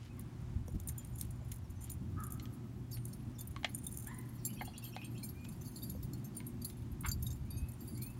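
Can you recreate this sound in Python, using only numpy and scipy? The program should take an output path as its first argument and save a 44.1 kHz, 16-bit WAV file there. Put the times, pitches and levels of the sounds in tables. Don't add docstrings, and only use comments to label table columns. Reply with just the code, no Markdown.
import sys
import numpy as np
from scipy import signal
from scipy.fft import rfft, irfft
from scipy.io import wavfile
from scipy.ndimage import uniform_filter1d

SR = 44100
rng = np.random.default_rng(int(sys.argv[2]) if len(sys.argv) > 2 else 0)


def transcribe(signal):
    frames = np.atleast_2d(signal).T
    limited = np.clip(frames, -1, 1)
    pcm = np.round(limited * 32767).astype(np.int16)
    wavfile.write(sys.argv[1], SR, pcm)


N = 361179

# pitch_hz, level_db
WIND_SPECTRUM = [(15, -18), (28, -30), (45, -3.5), (62, -1), (85, 1), (105, -2.5), (135, -5.5), (220, -16),
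                 (500, -98)]
RUMBLE_SPECTRUM = [(60, -89), (110, 6), (140, 2.5), (175, -1.5), (215, 1.5), (265, -1.5), (320, -6),
                   (370, -10.5), (430, -25), (600, -28.5), (1200, -47)]
AIR_SPECTRUM = [(200, 7), (450, 2.5), (800, 4.5), (1100, 2), (1600, -3), (2500, -6), (4000, -10.5),
                (7000, -13.5), (12000, -20.5), (15500, -26)]
# time_s, level_db
WIND_LEVELS = [(0.0, -57), (0.77, -47.5), (1.07, -52), (2.3, -50), (2.6, -58.5), (2.83, -55.5),
               (5.11, -59.5), (5.38, -52.5), (5.7, -57), (6.0, -51.5), (6.38, -60.5), (7.05, -42.5),
               (7.48, -49), (7.87, -55), (8.19, -50)]
RUMBLE_LEVELS = [(0, -54), (1.8, -56), (2.2, -47.5), (2.7, -52.5), (3.8, -51.5), (5.3, -48.5), (6.3, -51),
                 (7.0, -51), (8.19, -51.5)]
# peak_s, half_length_s, wind_db, rumble_db
GUSTS = [(0.568, 0.011, -38.5, -59), (0.754, 0.014, -30, -38.5), (0.891, 0.012, -39, -47),
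         (1.24, 0.13, -46, -51.5), (2.144, 0.057, -41.5, -65), (2.984, 0.038, -42.5, -68),
         (3.287, 0.038, -45.5, -48), (6.863, 0.028, -52, -49), (7.638, 0.018, -38.5, -58)]
# pitch_hz, level_db
HUM_TONES = [(119.9, -52.5), (239.8, -63), (359.7, -68.5)]
# peak_s, half_length_s, level_db
GRASS_SCUFFS = [(0.04, 0.053, -66.5), (0.197, 0.018, -72), (1.033, .03, -74), (1.24, 0.028, -69),
                (1.875, 0.048, -69.5), (2.977, 0.01, -62.5), (3.206, .006, -70), (5.452, 0.0069, -58.5)]
# time_s, pitch_hz, level_db, roughness (0 to 1)
YAP_SHAPE = [(.165, 523, -80, 0.4), (.185, 546, -67.5, 0.54), (.23, 545, -87, 0.6)]
CAW_SHAPE = [(2.155, 394.7, -81, 0.53), (2.18, 413.7, -57, 0.41), (2.205, 423, -57, 0.35),
             (2.24, 414, -58, 0.55), (2.265, 413, -66, .7), (2.30, 383, -74, .5)]
YELP_SHAPE = [(4.065, 758, -60, .2), (4.078, 838, -57, 0.39), (4.10, 941, -64, 0.45),
              (4.118, 980, -57.5, 0.55), (4.16, 1013, -70.5, 0.34), (4.2, 1030, -67, 0.3),
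              (4.25, 986, -84, 0.51)]
# pitch_hz, width_hz, level_db
YAP_BANDS = [(700, 260, 1), (1130, 200, 6), (1980, 800, 1)]
CAW_BANDS = [(1274, 330, -8), (1560, 100, -22)]
YELP_BANDS = [(1030, 300, 3.5), (1870, 440, 5.5), (3000, 1800, -11)]
# start_s, length_s, start_hz, middle_hz, end_hz, level_db
FAR_WHISTLES = [(.095, 0.033, 2580, 2530, 2530, -65), (.28, 0.064, 2520, 2560, 2570, -84),
                (.955, 0.018, 1650, 1600, 1560, -61), (.975, 0.044, 3300, 3260, 3200, -63),
                (1.637, 0.027, 5900, 5550, 5050, -66), (1.755, 0.075, 6100, 6200, 6260, -65),
                (1.82, 0.049, 3230, 3220, 3270, -68), (3.345, 0.021, 6150, 5730, 5100, -60),
                (4.378, 0.029, 6050, 5640, 4830, -58), (4.96, .07, 2520, 2480, 2520, -53),
                (5.348, 0.15, 2380, 2480, 2580, -60.5), (5.957, 0.05, 5700, 5470, 5100, -70),
                (7.467, 0.25, 2340, 2560, 2590, -61), (7.957, 0.19, 2120, 2520, 2670, -62.5)]
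# start_s, level_db, pitch_factor, upper_voice_db
CHIRPS = [(4.478, -54.5, 0.895, -32), (4.563, -55, 1, -2.5), (4.648, -56.5, 1.03, -3),
          (4.736, -56, 1.05, 1), (4.823, -52.5, 1, -6), (4.922, -52.5, .99, -7), (5.017, -56, 1, -8),
          (5.146, -57, 0.99, -3)]
# time_in_chirp_s, pitch_hz, level_db
CHIRP_LOWER = [(0, 2760, -5.5), (.005, 2700, -4.5), (.014, 2680, -3.5), (.019, 3213, -3), (.03, 3300, -2.5),
               (.04, 3204, -12.5), (.052, 2910, -32)]
CHIRP_UPPER = [(.025, 3820, -11), (.031, 4260, -2), (.038, 4540, -6), (.043, 3880, -8), (.051, 4330, -7),
               (.057, 4620, -19), (.063, 4440, -27)]
# start_s, level_db, contact_s, tilt_db_per_octave, hollow_hz, hollow_db
HARD_KNOCKS = [(0.681, -53, 0.0035, -9, 476, 11), (0.896, -63.5, 0.0025, 4, 800, -8),
               (1.211, -50.5, 0.0031, 21.5, 800, -5), (1.412, -60, .012, -14, 623, 10),
               (1.515, -56.5, 0.013, 12, 800, -10), (1.896, -58, 0.00485, 22, 800, -6),
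               (2.397, -54, 0.0038, 11, 800, -11), (2.455, -58, 0.0024, 7, 800, -6.5),
               (3.563, -46.5, 0.0012, 1, 1100, 7.5), (3.632, -51.5, 0.002, 0, 800, 5),
               (3.645, -32, 0.0051, 0.5, 700, 5), (4.608, -42, 0.0162, -10, 826, 4.5),
               (4.674, -52, 0.0132, -15, 750, 9), (4.964, -44, 0.0026, -0.5, 784, 13.5),
               (5.95, -54.5, 0.0025, -12, 510, 9), (6.403, -55, 0.0017, -1, 1000, 3),
               (6.698, -59, 0.0077, 12, 800, -15)]
# pitch_hz, width_hz, level_db
KNOCK_BANDS = [(1600, 200, -3.5), (2135, 225, 1.5), (2520, 140, -3.5), (3020, 840, -6.5), (4290, 83, -8),
               (4970, 520, -31)]
SNAP_BANDS = [(1000, 47, 6.5), (1410, 91, 4.5), (1690, 160, -5), (2160, 86, 0), (2640, 110, -8.5),
              (3300, 770, -15)]
# time_s, level_db
SNAP_LEVELS = [(7.035, -51), (7.041, -54), (7.047, -41), (7.059, -41), (7.064, -46), (7.085, -59.5),
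               (7.111, -55)]
# pitch_hz, level_db, base_ring_s
DRY_TONES = [(3530, -19, .04), (6400, -11, .04), (7090, -3, .07), (7350, -10, .05), (8650, -11, .03),
             (9150, -3, .04), (9330, -2, .05), (9480, -4, .04), (9735, -5, .08), (11020, -3, .05),
             (11180, -2, .06), (11600, -6, .04), (12900, -13, .04), (13825, -6, .09), (14200, -4, .05),
             (15000, -10, .03), (15500, -6, .03)]
RINGING_TONES = [(3720, -13, .07), (4285, -6, .08), (4668, -6, .12), (4995, -14, .07), (5430, -13, .06),
                 (6365, -6, .1), (6700, -13, .05), (7200, -6, .09), (7325, -3, .12), (8700, -7, .13),
                 (9285, -4, .12), (9540, -4, .1), (10840, -2, .13), (11003, -5, .22), (11545, 0, .16),
                 (11680, -5, .08), (12780, -4, .09), (12940, -5, .15), (13395, -6, .1), (13610, -3, .1),
                 (14820, -8, .08), (15250, -8, .06), (15620, -6, .1)]
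# time_s, level_db
TINKLE_LEVELS = [(0.0, -61.5), (.5, -70.5), (0.84, -64), (1.14, -54), (1.35, -61), (2.6, -69.5),
                 (3.33, -64.5), (3.99, -47), (4.24, -58), (5.34, -58.5), (5.84, -48), (6.09, -68),
                 (7.4, -63.5), (7.57, -70), (7.89, -57), (8.19, -58)]
# start_s, pitch_hz, level_db, ring_s
LONE_RINGS = [(.983, 7090, -48.5, 0.095), (2.425, 13200, -68, 0.21), (2.928, 5440, -55, 0.11),
              (2.928, 4650, -55, 0.1), (2.94, 8800, -60.5, 0.45), (3.384, 3540, -57.5, 0.15),
              (3.388, 7090, -55, 0.11), (3.867, 3620, -48.5, 0.042), (4.073, 7500, -58, 0.11),
              (4.455, 11100, -59, 0.63), (4.782, 7325, -68, 0.071), (5.227, 2335, -57, 0.14),
              (5.229, 4230, -49.5, 0.081), (5.229, 5050, -58, 0.1), (5.68, 4285, -62, 0.082),
              (5.76, 4240, -48, .06), (5.759, 4668, -50, 0.07), (5.893, 4230, -55, 0.07),
              (5.896, 4668, -64, 0.063), (7.114, 4240, -50, 0.053), (5.821, 3693, -52, .07),
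              (5.821, 4678, -54, 0.18), (6.469, 8600, -62, .22), (6.698, 3580, -72, .35),
              (7.266, 3740, -42, 0.035), (6.648, 4690, -50, 0.054), (7.085, 6358, -45, 0.11),
              (7.225, 11500, -50, 0.17), (7.505, 11540, -57, 0.39), (7.565, 11100, -59, .2),
              (7.6, 10800, -68, 0.58), (7.885, 10826, -61, 0.61), (8.06, 10830, -66, .45),
              (7.808, 12850, -60, .25), (7.505, 3709, -68, 0.47), (7.503, 4650, -59, 0.4),
              (7.567, 4790, -63, .1), (7.806, 4700, -64, .08), (7.876, 4700, -61.5, 0.17),
              (7.95, 4275, -66, 0.19), (8.03, 3480, -64, 0.085)]
# start_s, level_db, clatter_s, low_db, top_db, clink_hz, clink_share, bunch
# low_db (4-8 kHz) and top_db (12-16 kHz) are set against the band between; the share is of the energy.
TAG_CLASHES = [(0.194, -47.5, 0.00083, -16, 4, 10900, 0.35, "dry"),
               (0.681, -51.5, 0.00034, 1, -2, 5700, 0.17, "dry"),
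               (.718, -64, 0.0088, -13, -3, 7040, .3, "dry"), (.8, -47, 0.00065, 1, 2, 11850, .1, "dry"),
               (.873, -41, 0.0048, -7, 7, 9660, 0.38, "dry"),
               (.885, -39.5, 0.0063, -4, -8, 9300, 0.23, "dry"),
               (0.98, -42.5, 0.0022, -14, -4, 14400, .2, "dry"),
               (1.047, -50.5, 0.00092, -10, -10, 10000, .15, "dry"),
               (1.157, -50.5, .001, -11, -6, 11213, 0.65, "dry"),
               (1.181, -50.5, .016, -4, -1, 11154, .1, "dry"),
               (1.211, -35.5, 0.001, -16, -6, 9300, .05, "dry"),
               (1.226, -59, 0.0046, -8, -2, 9324, .1, "dry"),
               (1.306, -53.5, 0.0034, -7, -7, 8150, 0.13, "dry"),
               (1.516, -44, 0.0039, -2.5, 0, 9300, 0.14, "dry"),
               (1.539, -54, .004, -9, -4, 9400, .1, "dry"), (1.566, -60, .002, -6, 0, 9800, .1, "dry"),
               (1.7, -60, 0.0076, -2, -2, 9755, .1, "dry"), (1.806, -55.5, 0.023, -1, -5, 9270, .2, "dry"),
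               (1.838, -48.5, 0.011, -9, -13, 9270, 0.22, "dry"),
               (1.9, -41.5, .004, -2, 4.5, 9690, .1, "dry"), (1.915, -45, 0.0041, -9, -7, 9350, .2, "dry"),
               (2.202, -56, 0.0035, 0, -3, 11057, 0.54, "dry"),
               (2.236, -44.5, 0.0036, -2.5, -3, 11270, .3, "dry"),
               (2.267, -43, 0.00064, -22, -11, 11300, 0.32, "dry"),
               (2.303, -51, 0.005, -5, -4, 11418, .2, "dry"),
               (2.32, -41.5, 0.0027, -10, 1, 11240, 0.2, "dry"),
               (2.335, -55, 0.0058, -1, 3, 11041, .1, "dry"),
               (2.424, -57, 0.0097, -7, 0, 13000, .6, "ringing"),
               (2.524, -63, .018, -11, -11, 11590, .2, "ringing"),
               (2.911, -51, .0098, 3, 0, 12877, .1, "ringing"),
               (2.927, -49.5, 0.019, -6, -1, 12893, .3, "ringing"),
               (3.053, -42.5, 0.0012, -9, -7, 9170, 0.11, "dry"),
               (3.079, -55, 0.0018, -13, -4, 10900, .5, "ringing"),
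               (3.129, -51.5, 0.0053, 0, -2, 9345, 0.35, "ringing"),
               (3.384, -50, 0.014, -1, -1, 7080, 0.25, "dry"),
               (3.408, -44.5, 0.0046, -7, 0, 12995, 0.23, "ringing"),
               (3.472, -47, 0.0044, -20, -2, 13690, .2, "dry"),
               (3.69, -57, 0.0066, -6, -3, 11100, 0.43, "ringing"),
               (3.747, -34.5, 0.0044, -14.5, -16, 9090, 0.7, "dry"),
               (3.837, -50.5, 0.0093, -10, -7, 9500, .1, "dry"),
               (3.866, -37.5, 0.0034, -8.5, -1, 9150, 0.61, "dry"),
               (3.924, -44, .001, -17, -14, 9800, .2, "dry"),
               (3.939, -52.5, 0.0065, 0, -5, 9787, .2, "dry"), (3.972, -39, .0012, -7, -2, 9690, .1, "dry"),
               (3.985, -47, .002, -14, -8, 9292, .3, "dry"),
               (3.996, -49, 0.0014, -13, -11, 9450, .3, "dry"), (4.044, -52, .002, 1, -5, 12000, .4, "dry"),
               (4.071, -41, .0015, -18, -5, 9655, 0.16, "dry"),
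               (4.143, -54, .002, -9, -20, 9500, 0.62, "dry"),
               (4.185, -47, 0.0025, -25, -3, 9340, 0.38, "dry"), (4.21, -59, .002, -2, 2, 12726, .6, "dry"),
               (4.289, -57, 0.0036, -14, -7, 11633, 0.35, "ringing"),
               (4.45, -33.5, 0.0029, -8, -2, 7380, 0.5, "ringing"),
               (4.456, -38.5, 0.0077, -5, 4, 10998, 0.21, "ringing"),
               (4.526, -54, 0.013, -5, -13, 10804, .2, "ringing"),
               (4.616, -51, 0.007, -4, 4, 12725, .7, "ringing"),
               (4.646, -51.5, 0.013, -4, -1, 11671, 0.12, "ringing"),
               (4.779, -45.5, 0.0038, -3, -6, 9249, .2, "dry"),
               (4.834, -47.5, 0.014, -3, 5, 12600, .2, "ringing"),
               (4.878, -57, 0.011, -5, -1, 4450, 0.17, "ringing"),
               (5.043, -51.5, 0.0083, -7, -6, 8656, .2, "ringing"),
               (5.113, -60, .004, -12, -5, 11596, 0.93, "ringing"),
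               (5.177, -56, .008, 6, -8, 11020, 0.27, "ringing"),
               (5.228, -45, 0.026, -6, -3, 9288, .4, "ringing"),
               (5.287, -49.5, 0.0079, -3, -1, 11547, .7, "ringing"),
               (5.443, -60, 0.0051, 2, 0, 7284, .2, "ringing"),
               (5.487, -51, 0.0039, -10, -6, 10900, .2, "ringing"),
               (5.512, -63, 0.012, 0, 1, 9771, .2, "ringing"),
               (5.611, -54.5, .011, 2, 5, 6190, 0.35, "dry"),
               (5.646, -55.5, 0.019, 6, 5, 11100, 0.18, "ringing"),
               (5.671, -54, 0.011, -4, 0, 10990, 0.22, "ringing"),
               (5.757, -49, 0.0082, -1, -7, 10700, 0.15, "ringing"),
               (5.826, -45.5, 0.013, -3, -1, 11663, 0.76, "ringing"),
               (5.895, -43, 0.0062, -5.5, -5, 11600, 0.29, "ringing"),
               (6.026, -50.5, 0.011, -1, 6, 13138, .3, "ringing"),
               (6.133, -48.5, 0.0043, 1, -4, 4310, 0.18, "ringing"),
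               (6.243, -51.5, 0.0087, 2, 2, 13060, .4, "ringing"),
               (6.348, -58, .006, 1, -7, 9609, .5, "ringing"),
               (6.366, -41.5, 0.0044, 3, 8.5, 9531, 0.76, "ringing"),
               (6.393, -67, 0.0072, 10, 4, 12915, .3, "ringing"),
               (6.466, -45, 0.0028, -14, -10, 11580, 0.66, "ringing"),
               (6.616, -49.5, 0.0055, 2, -3, 11530, .2, "ringing"),
               (6.646, -38, 0.0067, -6.5, -4, 11585, 0.23, "ringing"),
               (6.682, -55, 0.0077, -9, -7, 10800, .3, "ringing"),
               (6.767, -64, 0.0068, -9, -8, 10826, 0.18, "ringing"),
               (6.917, -59, .004, -14, -10, 11600, 0.8, "dry"),
               (7.008, -44.5, 0.0024, -23, -20, 15299, .3, "dry"),
               (7.06, -43, 0.0064, 1, -1, 10982, 0.23, "ringing"),
               (7.083, -38.5, 0.0038, 2, 8, 7170, 0.32, "ringing"),
               (7.114, -35.5, 0.0042, 2.5, -5, 7185, 0.11, "ringing"),
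               (7.223, -43.5, 0.0065, -6, 2, 12900, 0.23, "ringing"),
               (7.263, -44.5, 0.0099, -4, -8, 11540, 0.34, "ringing"),
               (7.304, -50.5, 0.0099, 7, -1, 12812, .1, "ringing"),
               (7.327, -53, .003, 3, -4, 10826, .3, "ringing"),
               (7.504, -51, 0.0092, -11, -11, 9300, 0.36, "ringing"),
               (7.567, -52.5, .018, -17, -8, 6395, 0.27, "ringing"),
               (7.684, -53, 0.0082, -9, -7, 11430, 0.46, "ringing"),
               (7.718, -52, 0.00087, -7, -2, 15300, .3, "dry"),
               (7.806, -53.5, 0.0038, -2, 6, 13523, .3, "ringing"),
               (7.873, -52.5, .014, -5, 4, 10826, 0.58, "ringing"),
               (7.974, -51.5, 0.0038, -2, -6, 11670, .3, "ringing"),
               (8.014, -45, 0.02, -4.5, 1.5, 13631, .2, "ringing"),
               (8.061, -49, 0.0054, 1, 1, 15630, 0.74, "ringing")]

TREBLE_LIMIT_HZ = 16050
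CLASH_FOLLOW = 0.63


def gain_of(db):
    return 10 ** (np.asarray(db) / 20)


def evened(x):
    return x / np.sqrt(np.mean(x ** 2) + 1e-20)


def peaked(x, span_s=0.019):
    return x / np.sqrt(uniform_filter1d(x ** 2, size=max(round(span_s * SR), 1)).max() + 1e-20)


def add(mix, s, sound):
    part = mix[max(round(s * SR), 0):][:len(sound)]
    part += sound[:len(part)]


def curve(t, points):
    return np.interp(t, *np.transpose(points))


def shaped_noise(spectrum):
    hz, db = np.transpose(spectrum)
    shape = gain_of(np.interp(np.log(np.fft.rfftfreq(N, 1 / SR) + 1), np.log(hz), db))
    return evened(irfft(rfft(rng.standard_normal(N)) * shape, N))


def drift(n, per_s):
    knots = rng.standard_normal(4096)
    return evened(np.interp(np.arange(n) * per_s / SR, np.arange(len(knots)), knots))


def resonate(x, bands):
    return sum((-1) ** k * gain_of(db) * signal.lfilter(*signal.iirpeak(hz, hz / width, SR), x)
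               for k, (hz, width, db) in enumerate(bands))


def yard_echo(x, ring_s, gap_s):
    t = np.arange(SR) / SR
    echoes = rng.standard_normal(SR) * (rng.random(SR) < 3000 / SR)
    echoes *= gain_of(-60 * t / ring_s) * (t > gap_s)
    return signal.fftconvolve(x, echoes / np.linalg.norm(echoes))[:N]


def wind_and_rumble():
    t = np.arange(N) / SR
    breeze = gain_of(3 + curve(t, WIND_LEVELS) + 2 * drift(N, per_s=12))
    rumble = gain_of(curve(t, RUMBLE_LEVELS) + 2 * drift(N, per_s=7))
    for s, half_length_s, wind_db, rumble_db in GUSTS:
        gust = np.exp(-((t - s) / half_length_s) ** 2)
        breeze = np.hypot(breeze, gain_of(wind_db) * gust)
        rumble = np.hypot(rumble, gain_of(rumble_db) * gust)
    return breeze * shaped_noise(WIND_SPECTRUM) + rumble * shaped_noise(RUMBLE_SPECTRUM)


def hum():
    t = np.arange(N) / SR
    return sum(np.sqrt(2) * gain_of(db + 1.86 * drift(N, per_s=2.297))
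               * np.sin(2 * np.pi * hz * t + 0.098 * drift(N, per_s=2.98)) for hz, db in HUM_TONES)


def open_air():
    return gain_of(-64 + .6 * drift(N, per_s=6)) * shaped_noise(AIR_SPECTRUM)


def grass_scuffs():
    t = np.arange(N) / SR
    swell = sum(gain_of(db) * np.exp(-((t - s) / half_s) ** 2) for s, half_s, db in GRASS_SCUFFS)
    grain = gain_of(3 * drift(N, per_s=500))
    hiss = shaped_noise([(250, -42), (900, -8), (2800, -1), (4200, -5.5), (7000, -10.5), (15000, -45)])
    return swell * grain * hiss


def far_call(shape, throat, jitter):
    s, *columns = np.transpose(shape)
    t, out = np.arange(s[0], s[-1], 1 / SR), np.zeros(N)
    hz, db, rough = (np.interp(t, s, column) for column in columns)
    cycles = np.cumsum(hz * (1 + jitter * drift(len(t), per_s=303.5))) / SR
    pulses = evened(sum(np.cos(2 * np.pi * k * cycles) for k in range(1, 5)))
    puffs = rng.standard_normal(len(t)) * (1 + np.cos(2 * np.pi * cycles))
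    buzz = (1 - rough) * pulses + 2 * rough * puffs
    voice = sum(gain_of(level) * resonate(resonate(buzz, [(f, width, 0)]), [(f, width, 0)])
                for f, width, level in throat)
    add(out, s[0], gain_of(db) * evened(voice))
    return out


def whistle(points, pitch_factor=1, waver=0.014, wavers_per_s=400):
    s, hz, db = np.transpose(points)
    t = np.arange(s[0], s[-1], 1 / SR)
    pitch = pitch_factor * np.interp(t, s, hz) * (1 + waver * drift(len(t), wavers_per_s))
    return s[0], np.sqrt(2) * gain_of(np.interp(t, s, db)) * np.sin(2 * np.pi * np.cumsum(pitch) / SR)


def far_birds(twitters_per_s=5, twitter_s=0.051):
    out = np.zeros(N)
    for s, length_s, start_hz, middle_hz, end_hz, db in FAR_WHISTLES:
        note = [(s, start_hz, db - 8), (s + length_s / 2, middle_hz, db), (s + length_s, end_hz, db - 8)]
        add(out, *whistle(note, waver=.01, wavers_per_s=160))
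    for when, pitch, bend, size in rng.random((round(twitters_per_s * N / SR), 4)):
        s, hz, db = when * N / SR, 1600 + 1800 * pitch, -80 + 6 * size
        middle = (s + twitter_s / 2, hz * (.95 + .1 * bend), db)
        add(out, *whistle([(s, hz, db - 10), middle, (s + twitter_s, hz, db - 10)]))
    return gain_of(-3.5 + 3 * drift(N, per_s=60)) * out


def chattering_bird(flutter_db=4.5):
    out = np.zeros(N)
    for s, db, pitch_factor, upper_db in CHIRPS:
        stretch = [1 + 0.092 * rng.uniform(-0.73, 1), 1, 1]
        voices = (CHIRP_LOWER, 1, 0), (CHIRP_LOWER[:3], 2, -7), (CHIRP_UPPER, 1, upper_db)
        for points, multiple, voice_db in voices:
            tuning = pitch_factor * multiple * rng.uniform(.975, 1.025)
            start_s, sound = whistle(np.multiply(points, stretch), tuning, waver=.022)
            flutter = flutter_db * drift(len(sound), per_s=245)
            add(out, s + start_s, gain_of(db + voice_db + flutter) * sound)
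    return out


def knocks(blow_db=22, rattle_db=-19, rattle_s=0.028, hollow_width_hz=80):
    out, t = np.zeros(N), np.arange(8192) / SR
    octaves = np.log2(np.clip(np.fft.rfftfreq(len(t), 1 / SR), 900, 7000) / 2000)
    soften = signal.butter(3, 7000, fs=SR, output="sos")
    for s, db, contact_s, tilt_db, hollow_hz, hollow_db in HARD_KNOCKS:
        fade = np.exp(-(t / contact_s) ** 4) + gain_of(rattle_db) * np.exp(-t / rattle_s)
        force = rng.standard_normal(len(t)) * fade
        force[round(contact_s * SR / 4)] += gain_of(blow_db)
        body = resonate(force, [(hollow_hz, hollow_width_hz, hollow_db)] + KNOCK_BANDS)
        tilted = irfft(rfft(signal.sosfilt(soften, body)) * gain_of(tilt_db * octaves))
        add(out, s, gain_of(db) * peaked(tilted[:len(t) // 2]))
    return out


def dog_snap():
    s, db = np.transpose(SNAP_LEVELS)
    t, out = np.arange(s[0], s[-1], 1 / SR), np.zeros(N)
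    band = signal.butter(3, [850, 4200], "band", fs=SR, output="sos")
    breath = signal.sosfilt(band, rng.standard_normal(len(t)))
    add(out, s[0], gain_of(np.interp(t, s, db)) * evened(resonate(breath, SNAP_BANDS)))
    return out


def rasp(force):
    return signal.lfilter(*signal.butter(2, [6000, 14500], "band", fs=SR), force)


def struck_tone(blows, hz, ring_s):
    return signal.lfilter([1], [1, -np.exp((2j * np.pi * hz - np.log(1000) / ring_s) / SR)], blows).real


def contact_colour(sound, low_db, top_db):
    spectrum, f = rfft(sound), np.fft.rfftfreq(len(sound), 1 / SR)
    low, middle, top = (10 * np.log10(np.sum(abs(spectrum[(f > hz) & (f < hz + 4000)]) ** 2))
                        for hz in (4000, 8000, 12000))
    boost_db = np.interp(f, [7400, 8600, 11600, 12700],
                         [low_db - low + middle, 0, 0, top_db - top + middle])
    return irfft(spectrum * gain_of(boost_db) / (1 + (f / TREBLE_LIMIT_HZ) ** 120), len(sound))


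def clash(tones, clatter_s, low_db, top_db, scratch_db, damping, clink=None, uneven_db=6):
    t = np.arange(SR // 4) / SR
    hz, db, ring_s = np.transpose(tones)
    strength, shift, grip = rng.standard_normal((3, len(hz)))
    hz = hz * (1 + 0.00635 * shift)
    db = db + uneven_db * np.clip(strength, -2, 1.2)
    ring_s = ring_s * np.exp(np.minimum(grip - .4, .1))
    ring_s /= 1 + damping * np.exp(-clatter_s / 0.0035)
    swell = 1 - np.exp(-t / (.0013 + .2 * clatter_s))
    bounces = (rng.random(len(t)) < 800 / SR) * gain_of(-3)
    bounces *= np.exp(-(t / (clatter_s + 0.001) - .4) ** 2 * 2)
    bounces[0] = 1 / (1 + (clatter_s / 0.016) ** 2) + .12
    hits = np.flatnonzero(bounces > .02)[:64]
    spots = (rng.standard_normal((len(hz), 64, 2)) @ [1, 1j])[:, :len(hits)]
    ring = np.zeros(len(t))
    for tone_hz, tone_db, tone_s, spot in zip(hz, db, ring_s, spots):
        blows = np.zeros(len(t), complex)
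        blows[hits] = bounces[hits] * spot
        ring += gain_of(tone_db) * struck_tone(blows, tone_hz, tone_s)
    pressure = signal.lfilter([1], [1, -np.exp(-1 / (0.0014 * SR))], bounces)
    scratch = rasp(pressure * rng.standard_normal(len(t)))
    off_tone_hz = abs(np.fft.rfftfreq(len(t), 1 / SR)[:, None] - hz).min(1)
    scratch = irfft(rfft(scratch) * gain_of(-11 * np.minimum(off_tone_hz / 500, 1)), len(t))
    scratch = gain_of(scratch_db + 88 * np.exp(-clatter_s / 0.0013)) * peaked(scratch)
    sound = contact_colour((peaked(ring) + scratch) * swell, low_db, top_db)[:-500]
    if clink:
        clink_hz, share, clink_s = clink
        clink_s /= 1 + np.exp(-clatter_s / .002)
        nudges = .35 * bounces * np.exp(2j * np.pi * rng.random(len(t)))
        nudges[0] = 1
        tone = struck_tone(nudges, clink_hz, clink_s) * swell
        sound = np.sqrt(1 - share) * evened(sound) + np.sqrt(share) * evened(tone[:len(sound)])
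    return peaked(sound, span_s=.003 + clatter_s / 2)


def sliding_tags(bunch, tones, tinkle_db, swing_db, damping, rasp_db, grazes_per_s=200):
    t = np.arange(0, N / SR, .002)
    clash_s, clash_db = np.transpose([row[:2] for row in TAG_CLASHES])
    since_s = t[:, None] - clash_s
    nearness = np.exp(-abs(since_s) / np.where(since_s > 0, .03, .014))
    swing_gain = gain_of(swing_db + clash_db.mean() + CLASH_FOLLOW * (clash_db - clash_db.mean()))
    swing = (swing_gain * nearness).max(1)
    moving = np.array([row[-1] == bunch for row in TAG_CLASHES])[abs(since_s).argmin(1)]
    motion = moving * np.hypot(swing, gain_of(tinkle_db + curve(t, TINKLE_LEVELS)))
    ring, contacts, count = np.zeros(N), np.zeros(N), round(grazes_per_s * N / SR)
    for hz, db, ring_s in tones:
        width_hz = damping * np.log(1000) / np.pi / ring_s
        hits = rng.integers(0, N, 8192)[:count]
        force = rng.standard_normal(8192)[:count] * np.interp(hits / SR, t, motion)
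        wander_db = 6 * np.interp(hits / SR * 20, np.arange(1024), rng.standard_normal(1024))
        grazes = np.zeros(N)
        grazes[hits] = force * gain_of(db + wander_db) * np.sqrt(SR / grazes_per_s / len(tones))
        ring += resonate(grazes + 1e-12, [(hz, width_hz, 0)]) * np.sqrt(SR / np.pi / width_hz)
        contacts += grazes
    return ring + gain_of(rasp_db) * rasp(contacts)


def soft_touches(strays_per_s=7, variants=20):
    sounds = {}
    for bunch, tones, scratch_db in ("dry", DRY_TONES, -6), ("ringing", RINGING_TONES, -20):
        sounds[bunch] = [clash(tones, clatter_s, low_db=-6.5, top_db=-2, scratch_db=scratch_db,
                               damping=3, uneven_db=13)
                         for clatter_s in np.geomspace(.002, .014, variants)]
    clash_s, clash_db = np.transpose([row[:2] for row in TAG_CLASHES])
    lag_s = 0.011 + 0.022 * abs(rng.standard_normal(len(clash_s)))
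    touches = list(zip(clash_s + lag_s, -63 + CLASH_FOLLOW * (clash_db - clash_db.mean())))
    stray_s = np.flatnonzero(rng.random(N) < strays_per_s / SR) / SR
    touches += [(s, curve(s, TINKLE_LEVELS) - 5) for s in stray_s]
    out = np.zeros(N)
    for (s, db), (pick, size) in zip(touches, rng.random((len(touches), 2))):
        bunch = TAG_CLASHES[np.argmin(abs(clash_s - s))][-1]
        add(out, s, gain_of(db + 8 * size - 6) * sounds[bunch][int(pick * variants)])
    return out


def lone_rings(rise_s=0.0014, twin_gain=0.28):
    out, t = np.zeros(N), np.arange(SR // 3) / SR
    for (s, hz, db, ring_s), (phase, split) in zip(LONE_RINGS, rng.random((len(LONE_RINGS), 2))):
        twin_hz = hz + 38 * (.5 + split)
        pair = np.sin(2 * np.pi * hz * t) + twin_gain * np.sin(2 * np.pi * (twin_hz * t + phase))
        add(out, s, np.sqrt(2) * gain_of(db - 60 * t / ring_s) * (1 - np.exp(-t / rise_s)) * pair)
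    return out


def jingle(bunch, tones, scratch_db, damping, base_clink_s):
    out = np.zeros(N)
    for s, db, clatter_s, low_db, top_db, clink_hz, share, which in TAG_CLASHES:
        if which == bunch:
            clink = (clink_hz, share, base_clink_s)
            add(out, s, gain_of(db) * clash(tones, clatter_s, low_db, top_db, scratch_db, damping, clink))
    return gain_of(-1.5) * out


def scene():
    background = wind_and_rumble() + hum() + open_air()
    near = knocks() + dog_snap()
    bird = chattering_bird()
    calls = far_call(CAW_SHAPE, CAW_BANDS, jitter=0.039)
    calls += far_call(YELP_SHAPE, YELP_BANDS, jitter=0.024)
    calls += far_call(YAP_SHAPE, YAP_BANDS, jitter=0.03)
    whistles = far_birds()
    tags = jingle("dry", DRY_TONES, scratch_db=-3, damping=0.67, base_clink_s=0.034)
    tags += jingle("ringing", RINGING_TONES, scratch_db=-12, damping=4, base_clink_s=.085)
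    tags += lone_rings()
    tags += sliding_tags("dry", DRY_TONES, tinkle_db=-14, swing_db=-22, damping=1.6, rasp_db=-10)
    tags += sliding_tags("ringing", RINGING_TONES, tinkle_db=-10, swing_db=-19, damping=1.7, rasp_db=-23)
    echoes = gain_of(-15) * yard_echo(tags, ring_s=0.035, gap_s=0.0088)
    echoes += gain_of(-10) * yard_echo(near, ring_s=0.08, gap_s=0.0016)
    echoes += gain_of(-3.5) * yard_echo(bird, ring_s=0.18, gap_s=0.003)
    echoes += yard_echo(calls, ring_s=1.4, gap_s=0.0022)
    echoes += gain_of(-5) * yard_echo(whistles, ring_s=.3, gap_s=.003)
    animals = gain_of(-4.5) * bird + gain_of(5.5) * calls + gain_of(-4) * whistles
    return (background + animals + near + tags + soft_touches() + grass_scuffs() + echoes)[None]


def record(dry):
    treble_cut = signal.firwin(401, TREBLE_LIMIT_HZ, window=("kaiser", 8), fs=SR)
    return signal.oaconvolve(dry, treble_cut[None], "same")


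dry = scene()
out = record(dry)
transcribe(out)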